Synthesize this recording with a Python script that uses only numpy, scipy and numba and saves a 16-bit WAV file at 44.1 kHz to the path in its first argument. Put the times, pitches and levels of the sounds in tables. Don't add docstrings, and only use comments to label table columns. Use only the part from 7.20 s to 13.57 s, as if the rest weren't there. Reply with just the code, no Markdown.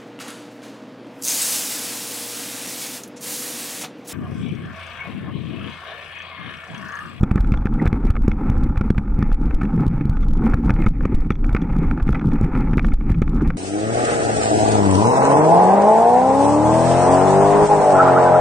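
import sys
import numpy as np
from scipy import signal
from scipy.fft import rfft, irfft
from scipy.io import wavfile
from scipy.ndimage import uniform_filter1d
from numba import njit

SR = 44100
rng = np.random.default_rng(int(sys.argv[2]) if len(sys.argv) > 2 else 0)


def unload_audio(sound):
    columns = np.transpose(np.atleast_2d(sound))
    steps = np.round(np.clip(columns, -1, 1) * 32767)
    wavfile.write(sys.argv[1], SR, steps.astype(np.int16))


N = 280917

# (frequency [Hz], relative density [dB])
SHAKE_SPECTRUM = [(8, -17), (14, -3.5), (27, 2.5), (60, -6), (100, -15.5), (170, -25.5), (300, -58)]
# (time [s], level [dB])
SHAKE_LEVEL = [(.04, -13.5), (.08, -30), (.2, -16), (.5, -17), (.6, -29), (.9, -15), (1.13, -18),
               (1.23, -24.5), (1.32, -15), (1.9, -21), (2.1, -17.5), (2.35, -18), (2.55, -26), (2.7, -22.5),
               (2.93, -22.5), (3.05, -13), (3.36, -19), (3.42, -23.5), (3.52, -17.5), (4.5, -20.5),
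               (4.6, -20), (4.7, -17), (4.9, -21), (4.98, -26.5), (5.2, -21), (5.6, -16.5), (5.73, -16),
               (5.82, -19), (5.92, -20), (6.2, -17.5), (6.37, -21.5)]
# (frequency [Hz], pole width [Hz], level [dB])
MOUNT_MODES = [(122, 23, -6), (166.7, 40, 1), (209, 60, 0.5), (286.2, 89, -5.5), (398.4, 140, -17.5)]
# (time [s], level [dB])
DRUM_LEVEL = [(.04, -25.5), (.08, -36), (.56, -33), (.65, -21), (.75, -27.5), (1.2, -33.5), (1.47, -22.5),
              (1.88, -39.5), (2, -27.5), (2.5, -32.5), (2.6, -18.5), (2.88, -20), (2.98, -24.5),
              (3.25, -26), (3.42, -34), (3.5, -15), (3.57, -26), (3.68, -19), (4.2, -36), (4.55, -21.5),
              (5, -25.5), (5.4, -22.5), (5.65, -22.5), (5.78, -39.5), (5.9, -24), (6.1, -27.5), (6.37, -25)]
# (time [s], level [dB])
SHUDDER_LEVEL = [(.05, -29.5), (.25, -28.5), (.55, -29), (.8, -24), (1.3, -27.5), (2, -26.5), (2.4, -26),
                 (2.62, -25.5), (2.75, -28), (3, -25.5), (3.9, -23), (4.15, -24.5), (4.55, -27.5),
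                 (4.68, -22), (4.8, -25.5), (5.22, -24), (5.35, -24.5), (5.7, -26), (6.05, -21.5),
                 (6.37, -27)]
# (time [s], level [dB])
BITE_LEVEL = [(.04, -37), (.1, -43.5), (.55, -41.5), (.63, -31.5), (.72, -37.5), (.87, -40), (.98, -45.5),
              (1.25, -37.5), (1.5, -38), (1.85, -45), (2.02, -39), (2.18, -43.5), (2.6, -38), (2.72, -41.5),
              (3.15, -44.5), (3.25, -29), (3.32, -35), (3.41, -49), (3.5, -34), (3.64, -38.5), (3.73, -50),
              (3.9, -41.5), (4.15, -51.5), (4.32, -41.5), (4.42, -40), (4.55, -38), (4.78, -39),
              (4.88, -42.5), (5.22, -39.5), (5.35, -34), (5.6, -39.5), (5.78, -49.5), (5.88, -41.5),
              (5.96, -52.5), (6.2, -39), (6.37, -46.5)]
# (time [s], upper-mode level [dB])
CRISPNESS = [(0, -11), (.6, -1.5), (1, -7.5), (2, -2.5), (3.1, -6.5), (3.3, -2.5), (3.55, -7), (3.66, 5),
             (3.8, 0), (4.4, -4), (4.7, -2), (5.1, -4.5), (5.35, -1), (5.6, -1), (6, 0.5), (6.37, -7.5)]
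# (frequency [Hz], pole width [Hz], level [dB])
HOUSING_MODES = [(494.7, 100, 2.5), (827.4, 210, 3), (1310.6, 396, -1.5), (1772, 250, -12.5),
                 (2202, 530, -8), (2606, 290, -23.5), (3390, 280, -30), (5950, 1300, -48)]
# (time [s], signed relative push, width at half height [ms])
JOLT_EVENTS = [(0.0118, -0.65, 2.9), (0.0333, -1.67, 1.87), (0.1153, 1, 2.35), (0.159, -1.04, 1.84),
               (0.2091, 0.99, 6.8), (0.322, -1.02, 2.4), (0.457, -0.73, 1.66), (0.658, 0.82, 1.93),
               (0.6785, 0.99, 4.7), (0.7301, -0.91, 1.75), (0.9066, -1.28, 5.2), (1.0246, 0.68, 13),
               (1.0821, -1.5, 1.5), (1.301, 1, 2.65), (1.494, -0.57, 7.3), (1.578, 0.72, 4.6),
               (1.612, -0.74, 1.87), (1.706, -1.5, 1.6), (1.7833, 0.76, 2.45), (1.9443, 0.54, 9),
               (1.9917, -0.71, 2.23), (2.0284, -0.81, 1.95), (2.1343, 1, 13.5), (2.352, -1.14, 12.6),
               (2.4344, 0.49, 2), (2.5778, -0.51, 1.5), (2.667, 0.62, 1.9), (2.6818, -0.93, 4.1),
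               (2.856, -0.68, 2.08), (2.898, 0.91, 3.56), (3.3434, 1, 3.3), (3.4942, -0.51, 1.67),
               (3.5069, 1, 2.2), (3.5415, 0.72, 5.8), (3.6636, 0.92, 1.97), (3.6734, 0.72, 1.9),
               (3.692, -1.3, 14), (3.856, 0.77, 1.32), (3.943, 0.5, 2.35), (3.96, -1.33, 23),
               (4.011, 0.71, 12.6), (4.1068, 0.93, 1.39), (4.296, 0.38, 3.8), (4.332, -0.63, 6),
               (4.3497, -1.14, 1.26), (4.674, 0.17, 7.8), (4.6996, -0.29, 4.9), (4.8292, 0.79, 7),
               (4.8927, 0.76, 1.66), (4.9252, 0.66, 8.7), (5.073, 0.76, 2.7), (5.2133, -0.81, 1.6),
               (5.2323, -0.72, 3), (5.3545, -0.47, 2.3), (5.5352, 0.64, 1.8), (5.5732, 1, 1.58),
               (5.5828, -0.76, 1.85), (5.6614, -0.13, 6.8), (5.7441, -1.8, 11.8), (5.9189, 1, 4.9),
               (6.0198, 1, 1.46), (6.0801, 0.12, 2.5), (6.2789, 0.77, 7.8)]
# (time [s], body peak [dB], upper modes [dB], latch modes [dB], looseness [0-1])
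KNOCK_EVENTS = [(0.0339, -17, -13, -14, 0.37), (0.1111, -21.5, -7.5, -35, 0.33),
                (0.1578, -25, -10, -26, 0.4), (0.175, -22, -6.5, -38, 0.58),
                (0.2054, -29.5, -11, -17, 0.46), (0.2453, -27.5, -10, -22, 0.22),
                (0.3197, -28.5, -1, -13.5, 0.46), (0.3391, -20, -5, -33, 0.38),
                (0.3738, -32, -8.5, -8, 0.2), (0.4559, -24.5, -5.5, -29, 0.51),
                (0.4698, -19, -13, -28, 0.2), (0.6476, -27.5, -14, -33, 0.9), (0.6636, -20, -5, -34, 0.38),
                (0.6729, -22.5, -5, -16, 0.43), (0.7287, -19, -4.5, -36, 0.23),
                (0.8994, -25.5, -9, -17, 0.87), (0.9542, -22.5, -12, -44, 0.25),
                (0.9652, -22, -6, -44, 0.31), (1.0784, -23.5, -9, -32, 0.24),
                (1.1159, -24, 1.5, -16.5, 0.23), (1.2971, -35, -2, -17, 0.2), (1.5589, -25.5, -18, -31, 0),
                (1.5708, -27, -5, -21, 0.5), (1.6102, -21, -10, -30, 0.43), (1.7025, -24, -6, -14, 0.3),
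                (1.7799, -22, -2, -27, 0.33), (2.0253, -18, -16, -23, 0.24), (2.1166, -25.5, -19, -23, 0),
                (2.309, -26, -6, -45, 0.3), (2.4119, -21, -8.5, -46, 0.44), (2.4289, -26.5, -12, -34, 0.67),
                (2.4528, -30.5, -2, -20, 0.27), (2.8075, -31.5, -1, -24, 0.56),
                (2.9692, -28, -10, -23, 0.28), (3.0275, -33, -9, -14, 0.57),
                (3.3333, -16, -18.5, -41, 0.67), (3.4954, -15, -8.5, -38, 0.19),
                (3.5044, -16.5, -4.5, -20, 0.3), (3.5613, -27, -7, -35, 0.44), (3.6227, -25, 1, -32, 0.17),
                (3.6641, -13, -8, -34, 0.38), (3.8077, -24.5, -16, -54, 0.28),
                (3.8526, -19.5, -8.5, -46, 0.28), (4.1046, -15, -5, -23, 0.31),
                (4.1163, -33.5, -1, -6, 0.5), (4.155, -37.5, -2, -8, 0), (4.2428, -26.5, -5.5, -41, 0.28),
                (4.2926, -24.5, -9.5, -31, 0.27), (4.3485, -13.5, -3, -47, 0.27),
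                (4.364, -18, -1.5, -39, 0.41), (4.4179, -35, -3, -5, 0.16), (4.7117, -18.5, -8, -42, 0.18),
                (4.7762, -21, -28, -47, 0.12), (4.7965, -26, -11.5, -36, 0.8), (4.8793, -30, 2.5, -20, 0.2),
                (4.8893, -19, -15, -31, 0.23), (4.9282, -24, -9, -18, 0.25), (4.945, -21.5, -2, -41, 0.8),
                (4.9955, -31, -0.5, -13, 0.07), (5.0125, -26, -14, -39, 0.37), (5.1168, -30, -8, -19, 0.36),
                (5.1552, -30.5, -6, -38, 0.33), (5.3512, -22.5, -7, -41, 0.27),
                (5.5303, -25.5, -6, -31, 0.76), (5.5797, -14.5, -4.5, -39, 0.29),
                (5.5942, -16, 0, -26, 0.23), (5.6461, -17.5, -12, -23, 0.23), (5.6845, -25.5, -8, -34, 0.3),
                (5.7169, -29, -2.5, -25, 0.66), (5.8087, -30, -4, -42, 0.32),
                (5.9429, -34.5, -0.5, -14, 0.44), (6.0181, -21, -3.5, -19, 0.63),
                (6.0781, -25.5, -7, -25, 0.18), (6.1799, -32, -21, -28, 0.2),
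                (6.2053, -26.5, -14, -31.5, 0.9), (6.3026, -19, -3.5, -39, 0.35)]
# (body peak [dB], upper modes [dB], latch modes [dB], looseness [0-1])
RATTLE_RANGE = [(-47.5, -7.5, -21, 0.5), (-37.5, -4.5, -29.5, 0)]
# (time [s], length [s], first pitch [Hz], last pitch [Hz], level [dB])
SQUEAK_EVENTS = [(0.596, 0.0089, 2170, 1780, -25), (2.915, 0.06, 1530, 1440, -41.5),
                 (3.587, 0.037, 2195, 2100, -40)]

USUAL_BITE_DB = -41.5
SHUDDER_PER_DB, CRISP_PER_DB = 0.73, -0.07
KNEE, STEP_DB = .33, 0.4678
EDGE_HZ = 15700


def amp(db):
    return 10 ** (np.asarray(db) / 20)


def evened(x):
    return x / np.sqrt(np.mean(x ** 2) + 1e-20)


def curve(points):
    return np.interp(np.arange(N) / SR, *np.transpose(points))


def drift(ms):
    size = int(ms * SR / 1000) + 1
    once = uniform_filter1d(rng.standard_normal(N), size)
    return evened(uniform_filter1d(once, size))


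def flicker(ms, db):
    return amp(db * drift(ms))


def follow(db, per_db):
    return amp(db + per_db * (curve(BITE_LEVEL) - USUAL_BITE_DB))


def ring(x, modes):
    out = 0
    for k, (hz, width, db) in enumerate(modes):
        pole = np.exp((2j * np.pi * hz - np.pi * width) / SR)
        resonator = [1 - abs(pole)], [1, -pole]
        once = signal.lfilter(*resonator, x + 0j)
        twice = signal.lfilter(*resonator, once).real
        out = out + (-1) ** k * amp(db) * twice
    return out


def shake():
    hz = np.fft.rfftfreq(N, 1 / SR)
    f, db = np.transpose(SHAKE_SPECTRUM)
    gain = amp(np.interp(np.log(hz + 1), np.log(f), db, -90, -90))
    rumble = evened(irfft(rfft(rng.standard_normal(N)) * gain, N))
    return amp(curve(SHAKE_LEVEL)) * flicker(ms=35, db=1.0) * rumble


def shudder():
    drive = rng.standard_normal(N) * flicker(ms=12, db=3.5)
    drum = amp(curve(DRUM_LEVEL)) * evened(ring(drive, MOUNT_MODES[:2]))
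    mount = follow(curve(SHUDDER_LEVEL), SHUDDER_PER_DB) * evened(ring(drive, MOUNT_MODES[2:]))
    return drum - mount


def crunch():
    size = amp(3.1 * np.minimum(rng.exponential(1, N), 4.5)) * rng.choice([-1., 1.], N)
    snaps = size * (rng.random(N) < 1100 / SR)
    hiss = 0.62 * rng.standard_normal(N)
    drive = (evened(snaps) + hiss) * flicker(ms=6, db=2.0)
    leak = follow(-73.5, .5) * signal.lfilter([1], [1, -.8], drive)

    dull = ring(drive, HOUSING_MODES[:3])
    crispness = follow(curve(CRISPNESS), CRISP_PER_DB) * flicker(ms=50, db=3.5)
    walls = dull - crispness * ring(drive, HOUSING_MODES[3:6])
    walls = signal.sosfilt(signal.butter(4, 2750, fs=SR, output="sos"), walls)
    top = amp(-8) * ring(drive, HOUSING_MODES[6:7])
    return amp(curve(BITE_LEVEL)) * ((walls + top) / np.std(dull)) + leak


def held():
    s, size, _ = np.transpose(JOLT_EVENTS)
    press = np.bincount(np.round(s * 1000).astype(int), abs(size), int(N / SR * 1000) + 2)
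    spread = np.exp(-(np.arange(-40, 41) / 7.4) ** 2)
    press = np.convolve(press, spread, "same")
    return amp(-14 * np.interp(np.arange(N) / SR * 1000, np.arange(len(press)), press))


def jolts():
    push, t = np.zeros(N + 4000), np.arange(-2000, 2000) / SR
    for s, size, ms in JOLT_EVENTS:
        at = np.clip(round(s * SR), 2000, N)
        widths = (t + at / SR - s) * 1000 / ms
        push[at - 2000:at + 2000] += size * np.exp(-4 * np.log(2) * widths ** 2)
    push = signal.lfilter(*signal.butter(1, 18, "high", fs=SR), push[:N])
    return push + 1.1 * ring(push, MOUNT_MODES)


def rattle(count):
    u = rng.random((count, 5))
    low, high = np.array(RATTLE_RANGE)
    return np.column_stack([u[:, 0] * N / SR, low + (high - low) * u[:, 1:]])


def knocks():
    rows = np.vstack([KNOCK_EVENTS, rattle(count=45)])
    s, db, upper_db, latch_db, loose = np.transpose(rows)[:, :, None]
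    loose, t = np.clip(loose, .02, 1), np.arange(1200) / SR
    u = t / (0.0049 * loose)
    blows = 0.63 * loose * rng.standard_normal((len(s), 1200)) * u * np.exp(-u)
    blows[:, :1] += 1 - loose

    parts = HOUSING_MODES[:2], HOUSING_MODES[2:4], HOUSING_MODES[4:6], HOUSING_MODES[6:]
    groups = [ring(blows, modes) for modes in parts]
    lower, body, upper, latch = (g / abs(g).max(axis=1, keepdims=True) for g in groups)
    mix = body - amp(-7.0) * lower + amp(upper_db) * upper + amp(latch_db) * latch
    out = np.zeros(N + 1200)
    for at, sound in zip(s[:, 0], amp(db) * mix):
        out[round(at * SR):][:1200] += sound
    return out[:N]


def squeaks():
    out = np.zeros(N)
    for s, length, first_hz, last_hz, db in SQUEAK_EVENTS:
        hz = np.linspace(first_hz, last_hz, round(length * SR))
        tone = np.sin(2 * np.pi * np.cumsum(hz) / SR)
        out[round(s * SR):][:len(hz)] += amp(db) * np.hanning(len(hz)) * tone
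    return out


def scene():
    ruts = flicker(ms=53, db=1.65)
    rolling = ruts * (held() * (shake() + shudder()) + crunch())
    return np.tile(rolling + jolts() + knocks() + squeaks(), (2, 1))


@njit
def ducking(x, knee, fall_db, rise_db):
    out, g = np.zeros(len(x)), 0.
    for n in range(len(x)):
        over = abs(x[n]) * 10 ** (g / 20) / knee
        if over > 1:
            g = g - fall_db * (over - .7)
        else:
            g = min(g + rise_db, 0.)
        out[n] = g
    return out


def record(dry):
    wanted = ducking(dry[0], KNEE, 1500 / SR, 70 / SR) / STEP_DB
    falling = np.gradient(wanted) < 0
    dither = .5 * falling * drift(ms=.4)
    hunting = 0.64 * drift(ms=6)
    apart = 0.056 * drift(ms=60)
    steps = np.round(wanted + dither + hunting + [apart, -apart])
    steps[1] += np.round(.33 * drift(ms=45))
    out = np.clip(dry * amp(STEP_DB * steps), -1, 1)
    out = signal.lfilter(*signal.butter(1, 14000, fs=SR), out)
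    band_limit = signal.firwin(511, EDGE_HZ, window=("kaiser", 9), fs=SR)
    return signal.oaconvolve(out, band_limit[None], "same")


dry = scene()
out = record(dry)
unload_audio(out)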